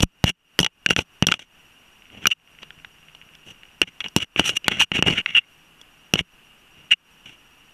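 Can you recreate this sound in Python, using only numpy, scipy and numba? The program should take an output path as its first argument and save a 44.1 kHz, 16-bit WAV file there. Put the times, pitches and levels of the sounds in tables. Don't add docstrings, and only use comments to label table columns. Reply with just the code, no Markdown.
import sys
import numpy as np
from scipy import signal
from scipy.fft import rfft, irfft, next_fast_len
from scipy.io import wavfile
from scipy.ndimage import uniform_filter1d
from numba import njit

SR = 44100
rng = np.random.default_rng(int(sys.argv[2]) if len(sys.argv) > 2 else 0)


def store_pcm(level_fs):
    pcm = np.round(np.clip(level_fs, -1, 1) * 32767).astype(np.int16)
    wavfile.write(sys.argv[1], SR, np.atleast_2d(pcm).T)


N = 340893
TIME = np.arange(N) / SR
SIZE = 8192


def undb(db):
    return 10 ** (np.asarray(db) / 20)


def unit(x):
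    return x / np.sqrt(np.mean(x ** 2) + 1e-20)


def bins(size):
    return np.maximum(np.arange(size // 2 + 1) * SR / size, 1)


def add(track, s, sound):
    i = max(int(s * SR), 0)
    track[i:i + len(sound)] += sound[:N - i]


def noise(gain_at):
    size = next_fast_len(N) * 2
    spectrum = rfft(rng.standard_normal(size)) * gain_at(bins(size))
    return unit(irfft(spectrum)[:N])


def wobble(rate):
    knots = rng.standard_normal(SIZE)
    return np.interp(TIME[:SIZE] * rate, np.arange(SIZE), knots)


def low_pass(x, hz):
    return signal.sosfilt(signal.ellip(10, .2, 70, hz, fs=SR, output="sos"), x)


def impulse(gain):
    cepstrum = irfft(np.log(gain + 1e-4 * gain.max()))
    cepstrum[1:SIZE // 2] *= 2
    cepstrum[SIZE // 2 + 1:] = 0
    fade = np.cos(np.pi * np.minimum(np.arange(SIZE) / SIZE, .5))
    return irfft(np.exp(rfft(cepstrum))) * fade


def strength(ring, db):
    head = ring[:SR // 200]
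    return ring * undb(db) / np.sqrt(np.mean(head ** 2))


def resonate(hz, modes):
    power = 0
    for f, width, db in modes:
        power = power + undb(db) ** 2 / (1 + ((hz ** 2 - f ** 2) / (hz * width)) ** 2)
    return np.sqrt(power)


def ripple(hz, depth_db, echo_s):
    lags = rng.uniform(.2, 1, 12) * echo_s
    swing = rng.standard_normal(len(lags)) @ np.cos(2 * np.pi * lags[:, None] * hz)
    return undb(depth_db * unit(swing))


def after_ring(hz, t60_s, db):
    t = TIME[:SIZE]
    return undb(db) * np.sin(2 * np.pi * hz * t) * np.exp(-np.log(1000) * t / t60_s)


# frequency in Hz, width in Hz, relative level in dB.
CASE_MODES = [(507, 250, -37.5), (872, 87, -13.5), (1420, 340, -10.5), (2100, 350, -34), (2270, 400, -17.5),
              (2860, 155, 4.5), (3286, 180, -5), (5755, 250, -7.5), (7000, 400, -26), (7860, 1400, -33.5),
              (11580, 2600, -44)]
WALL_HZ, WALL_OCTAVES = 2122, 0.38
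WALL_LOSS = 0.55


def case_gain(hz, wall_db, treble_db, edge_hz=4500):
    wall = np.exp(-.5 * (np.log2(hz / WALL_HZ) / WALL_OCTAVES) ** 2)
    treble = 1 / (1 + (edge_hz / hz) ** 4)
    return resonate(hz, CASE_MODES) * undb(wall_db * wall + treble_db * treble)


# frequency in Hz, width in Hz, relative level in dB.
ROCKING_MODES = [(55, 100, -1), (108.8, 87, -1), (178.4, 32, 2), (290, 180, -8), (496, 2100, -19.5)]


def rocking_gain(hz):
    return resonate(hz, ROCKING_MODES)


# frequency in Hz, relative density in dB per Hz.
AIR_SPECTRUM = [(30, -0.5), (90, -8.5), (160, -6), (260, -6.5), (560, -14), (760, -11), (1120, -10.5),
                (1520, -9), (2150, -13.5), (2620, -5.5), (2850, 0.5), (3150, -12), (3950, -24),
                (14000, -26)]
AIR_DB = -54
# time in seconds, level in dB.
HUM_LEVEL = [(0, -86.5), (2.0, -80), (2.4, -63), (3.0, -65), (3.6, -71.5), (5.5, -74), (7.7, -72.5)]
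HUM_HZ, HUM_WIDTH_HZ = 156.1, 12


def outdoors():
    points_hz, points_db = np.transpose(AIR_SPECTRUM)
    air = noise(lambda hz: undb(np.interp(np.log(hz), np.log(points_hz), points_db)))
    hum = noise(lambda hz: resonate(hz, [(HUM_HZ, HUM_WIDTH_HZ, 0)]) ** 2)
    hum_db = np.interp(TIME, *np.transpose(HUM_LEVEL))
    return air * undb(AIR_DB) + hum * undb(hum_db)


MISSED_BURSTS = [5.73, 5.865, 6.2, 6.4, 6.53, 6.665]
WHINE_HZ, WHINE_DB = 5723, -66
BURSTS_PER_S, BURST_DUTY = 15.02, .62


def whine(centre_s=.0056):
    on = np.cos(2 * np.pi * BURSTS_PER_S * (TIME - centre_s)) > np.cos(np.pi * BURST_DUTY)
    for s in MISSED_BURSTS:
        on = on & (np.abs(TIME - s) > .5 / BURSTS_PER_S)
    gate = uniform_filter1d(on * 1., size=130)
    return undb(WHINE_DB) * gate * np.sin(2 * np.pi * WHINE_HZ * TIME)


# start in seconds, end in seconds.
SHUFFLE_SPAN = (2.0, 4)


def fidgets(rate=20, click_db=-52, thump_db=-60, scatter_db=5.0, wall_db=17):
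    hz, out = bins(SIZE), 0
    restless = (TIME > SHUFFLE_SPAN[0]) & (TIME < SHUFFLE_SPAN[1])
    tick = case_gain(hz, wall_db, -4) / np.hypot(1, (hz / 3500) ** 4)
    bump = rocking_gain(hz) / np.hypot(1, hz / 120)
    for gain, db in ((tick, click_db), (bump, thump_db)):
        happens = restless * (rng.random(N) < rate / SR)
        taps = happens * undb(scatter_db * np.clip(rng.standard_normal(N), -2, 2))
        out = out + signal.fftconvolve(taps, strength(impulse(gain), db))[:N]
    return out


def slips(rate, scatter_db):
    happens = rng.random(SIZE) < rate / SR
    return happens * rng.standard_normal(SIZE) * undb(scatter_db * rng.standard_normal(SIZE))


SKID_PRESS_MS, SKID_EASE_MS, SKID_DB, SKID_RUMBLE_DB = 1.7, 28.4, -13.5, -13


def skids():
    rows = []
    for s, click_db, thump_db, bright_db in KNOCKS:
        grip_db = min(click_db, thump_db)
        rows.append((s, SKID_PRESS_MS, SKID_EASE_MS, grip_db + SKID_DB, grip_db + SKID_RUMBLE_DB, bright_db))
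    return rows


# start in seconds, pressing in ms, easing off in ms, level in dB, rumble in dB, brightness in dB.
SCRAPES = [ (.017, 22.8, 3.6, -16, -20.5, 17), (.242, 43.3, 27.4, 4.5, -7, 5),
           (.602, 21, 50, -19.5, -18, 2.5), (.899, 11.6, 27.5, -5, -15.5, 5),
           (.967, 11.4, 56, -17, -22, 11), (1.268, 5.5, 110, -16.5, -24.5, 6.5),
           (1.392, 4.6, 59, -30.5, -39.5, 6.5), (2.109, 32, 290, -48, -46.5, -0.5),
           (2.215, 27.5, 6.8, -32, -41, 1.5), (2.302, 12.4, 20, 0, -40, 4.5),
           (2.613, 14, 26, -41.5, -52, 1), (3.451, 48, 28, -39.5, -44.5, 9), (3.819, 7, 15, -11, -32, -5),
           (3.861, 20, 21, -33.5, -42.5, 1), (4.004, 3, 15.4, -26, -41, -5),
           (4.036, 14.5, 31, -32.5, -40.5, -0.5), (4.192, 37.3, 17.5, -9.5, -21, 4),
           (4.359, 60, 59, -14.5, -27.5, -0.5), (4.436, 29.4, 54.7, -7, -26, 11),
           (4.507, 20, 27, -27, -29, 6.5), (4.547, 25.5, 7.6, -19.5, -41, 11.5),
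           (4.644, 27, 8.1, -33, -40, -6), (4.685, 28, 111, -15.5, -23, -1.5),
           (4.793, 24.6, 31.6, 0, -21.5, 6.5), (4.935, 13.7, 56, -12.5, -22.5, 0),
           (5.05, 30.5, 95, -13, -17.5, 1.5), (5.15, 37.3, 29.3, -16, -30, -4),
           (5.263, 27, 190, -33.5, -50.5, -6), (5.345, 38, 13.4, -2, -37.5, -7.5),
           (6.168, 32, 14, -13.5, -22, 3), (6.74, 39, 115, -52.5, -56, -1.5),
           (6.906, 22.5, 10, 1.5, -35, -4), (7.254, 6, 110, -40, -50, 1.5)]
SCRAPE_WALL_DB, SCRAPE_TREBLE_DB = 12, -2.5
PRESS_POWER, EASE_POWER = 0.87, 1
SQUEAK_HZ, SQUEAK_WIDTH_HZ, SQUEAK_GAIN, SQUEAK_FROM_DB = 2810, 160, 0.56, 18


def scrapes(bass_cut_hz=1100, hollow_hz=4850, hollow_width_hz=600, hollow_db=-8, dull_hz=11500, catch_db=3.5):
    out, hz, t = np.zeros(N), bins(SIZE), TIME[:SIZE]
    friction = undb(hollow_db * np.exp(-.5 * ((hz - hollow_hz) / hollow_width_hz) ** 2))
    friction = friction / np.hypot(1, bass_cut_hz / hz) / np.hypot(1, (hz / dull_hz) ** 4)
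    shake = impulse(rocking_gain(hz) / np.hypot(1, (hz / 850) ** 2) / np.hypot(1, 90 / hz))
    shake = shake / np.linalg.norm(shake)
    for start, press_ms, ease_ms, db, rumble_db, bright_db in list(SCRAPES) + skids():
        hardest = press_ms / 1000
        end = hardest + ease_ms / 1000
        power = np.where(t < hardest, PRESS_POWER, EASE_POWER)
        pressure = np.interp(t, [0, hardest, end], [0, 1, 0]) ** power
        bunches = slips(rate=4000, scatter_db=1.5) * undb(catch_db * wobble(rate=170))
        force = unit(bunches) * pressure
        case = case_gain(hz, SCRAPE_WALL_DB - WALL_LOSS * bright_db, SCRAPE_TREBLE_DB + bright_db)
        squeak_db = SQUEAK_GAIN * max(db - rumble_db - SQUEAK_FROM_DB, 0)
        case = case * undb(squeak_db / (1 + ((hz - SQUEAK_HZ) / SQUEAK_WIDTH_HZ) ** 2))
        spot = wobble(rate=70) > 0
        for here in (spot, ~spot):
            ring = impulse(case * friction * ripple(hz, depth_db=2.0, echo_s=0.0019))
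            ring = ring / np.linalg.norm(ring)
            body = undb(db) * ring + undb(rumble_db) * shake
            add(out, start, signal.fftconvolve(force * here, body))
    return out


# start in seconds, click level in dB, thump level in dB, brightness in dB.
KNOCKS = [ (.0045, -21.5, -20.5, 9.5), (.034, -48.5, 7.5, 3.5), (.241, 5.5, 15.5, 1),
          (0.2933, -4.5, -19, 20), (.5904, 8.5, 0.5, 6.5), (0.6019, 2.5, 4.5, 16), (0.6301, 3, -10, 7.5),
          (.646, 0.5, -17.5, 7.5), (0.6634, 0, -24, 0.5), (.862, -1.5, -18.5, -6.5),
          (0.889, -13.5, -21.5, 2.5), (0.9071, 3.5, -3, -7), (.9637, -1.5, -11, -1),
          (0.9857, -15, -9.5, -7), (0.9902, -4, -10, 1), (1.2244, -1, 2.5, -10.5),
          (1.2687, 4.5, -4.5, 15.5), (1.2866, -0.5, -5.5, -6.5), (1.316, -4, -13, 4), (1.321, 8, -31, -6),
          (1.34, -2.5, -20, -1), (1.393, -23.5, -63, 1), (2.2558, -10, -28.5, -21.5),
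          (2.2698, 9.5, -10.5, 11.5), (2.631, -35, -47, -4.5), (2.7055, -36, -69, -12),
          (2.847, -33.5, -71, -13), (3.1494, -39, -59, -0.5), (3.352, -44.5, -65, 6),
          (3.6332, -41, -60, -11), (3.8165, 0, -10, -22), (4.0045, -24.5, -65, -1.5),
          (4.0421, -27, -46.5, -7.5), (4.0611, -25.5, -44, -13.5), (4.084, -37, -53, 15.5),
          (4.1636, 4, 6, 12.5), (4.185, -12.5, -19, 9.5), (4.3611, -17.5, -26, -17), (4.3955, 5.5, 0.5, -3),
          (4.4052, -16.5, -7.5, 19), (4.4934, -5.5, -17, 2.5), (4.6442, -26.5, -48, 0),
          (4.6816, 4, -6.5, -1), (4.813, 0.5, -48, -1), (4.9172, -10.5, -17, -5), (4.9901, -18, -16.5, -20),
          (5.0249, -2, -8.5, -14), (5.064, -15, -10.5, -16), (5.0746, -26, -14, -6),
          (5.0828, -3.5, -7.5, -20.5), (5.108, -19, -17.5, 6), (5.2604, -15, -50, -12.5),
          (5.8141, -41, -56, 17), (6.1377, 3, 1, 4), (6.1562, -4.5, -9.5, -4.5), (6.191, -3, -27, -3),
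          (6.208, -34, -16.5, 1)]
KNOCK_WALL_DB, KNOCK_TREBLE_DB = 2, -6.5
BODY_HZ, BODY_LOSS = 1190, 0.3
PUSH_MS, PUSH_DOUBLING_DB = 1.05, 15.5
BOOM_HZ, BOOM_T60_S, BOOM_DB = 170, 0.046, -15.5
SING_HZ, SING_T60_S, SING_DB = 3650, 0.19, -58


def knocks(chatter=0.3, chatter_s=0.002, chatter_top_hz=3500, dull_hz=13000, damping_s=0.05,
           thump_top_hz=1100, thump_low_hz=60):
    out, hz, t = np.zeros(N), bins(SIZE), TIME[:SIZE]
    for s, click_db, thump_db, bright_db in KNOCKS:
        rebounds = signal.lfilter(*signal.butter(1, chatter_top_hz, fs=SR), rng.standard_normal(SIZE))
        contact = chatter * rebounds * np.exp(-t / chatter_s)
        contact[0] += 1
        case = case_gain(hz, KNOCK_WALL_DB - WALL_LOSS * bright_db, KNOCK_TREBLE_DB + bright_db)
        case = case * undb(-BODY_LOSS * bright_db * np.exp(-(hz / BODY_HZ) ** 2))
        colour = case * ripple(hz, depth_db=3.0, echo_s=0.001133) / np.hypot(1, (hz / dull_hz) ** 4)
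        click = signal.fftconvolve(contact, impulse(colour) * np.exp(-t / damping_s))[:SIZE]
        push_ms = PUSH_MS * 2 ** ((thump_db - click_db) / PUSH_DOUBLING_DB)
        quarters = 4 * hz * push_ms / 1000
        push = quarters / (1 + quarters ** 2) / np.hypot(1, thump_low_hz / hz)
        rocking = rocking_gain(hz) * push * ripple(hz, depth_db=3.5, echo_s=0.0022)
        thump = impulse(rocking / np.hypot(1, (hz / thump_top_hz) ** 2))
        boom_drive = np.interp(BOOM_HZ, hz, push / push.max())
        boom = boom_drive * after_ring(BOOM_HZ, BOOM_T60_S, thump_db + BOOM_DB)
        sing = after_ring(SING_HZ, SING_T60_S, click_db + SING_DB)
        add(out, s, strength(click, click_db) + sing - strength(thump, thump_db) - boom)
    return out


def scene():
    return (outdoors() + whine() + fidgets() + scrapes() + knocks())[None]


@njit
def follow(x, attack, release):
    out, e = np.empty(len(x)), 0.
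    for i in range(len(x)):
        e += (abs(x[i]) - e) * (attack if abs(x[i]) > e else release)
        out[i] = e
    return out


def record(dry, limit_db=-9, attack_s=0.0013, release_s=0.11, dry_top_hz=14100, top_hz=14600):
    limited = low_pass(dry, dry_top_hz)
    envelope = follow(limited[0], 1 / (attack_s * SR), 1 / (release_s * SR))
    ducked = limited / np.maximum(envelope / undb(limit_db), 1)
    clipped = ducked / (1 + (ducked / .69) ** 6) ** (1 / 6)
    return low_pass(clipped, top_hz)


dry = scene()
out = record(dry)
store_pcm(out)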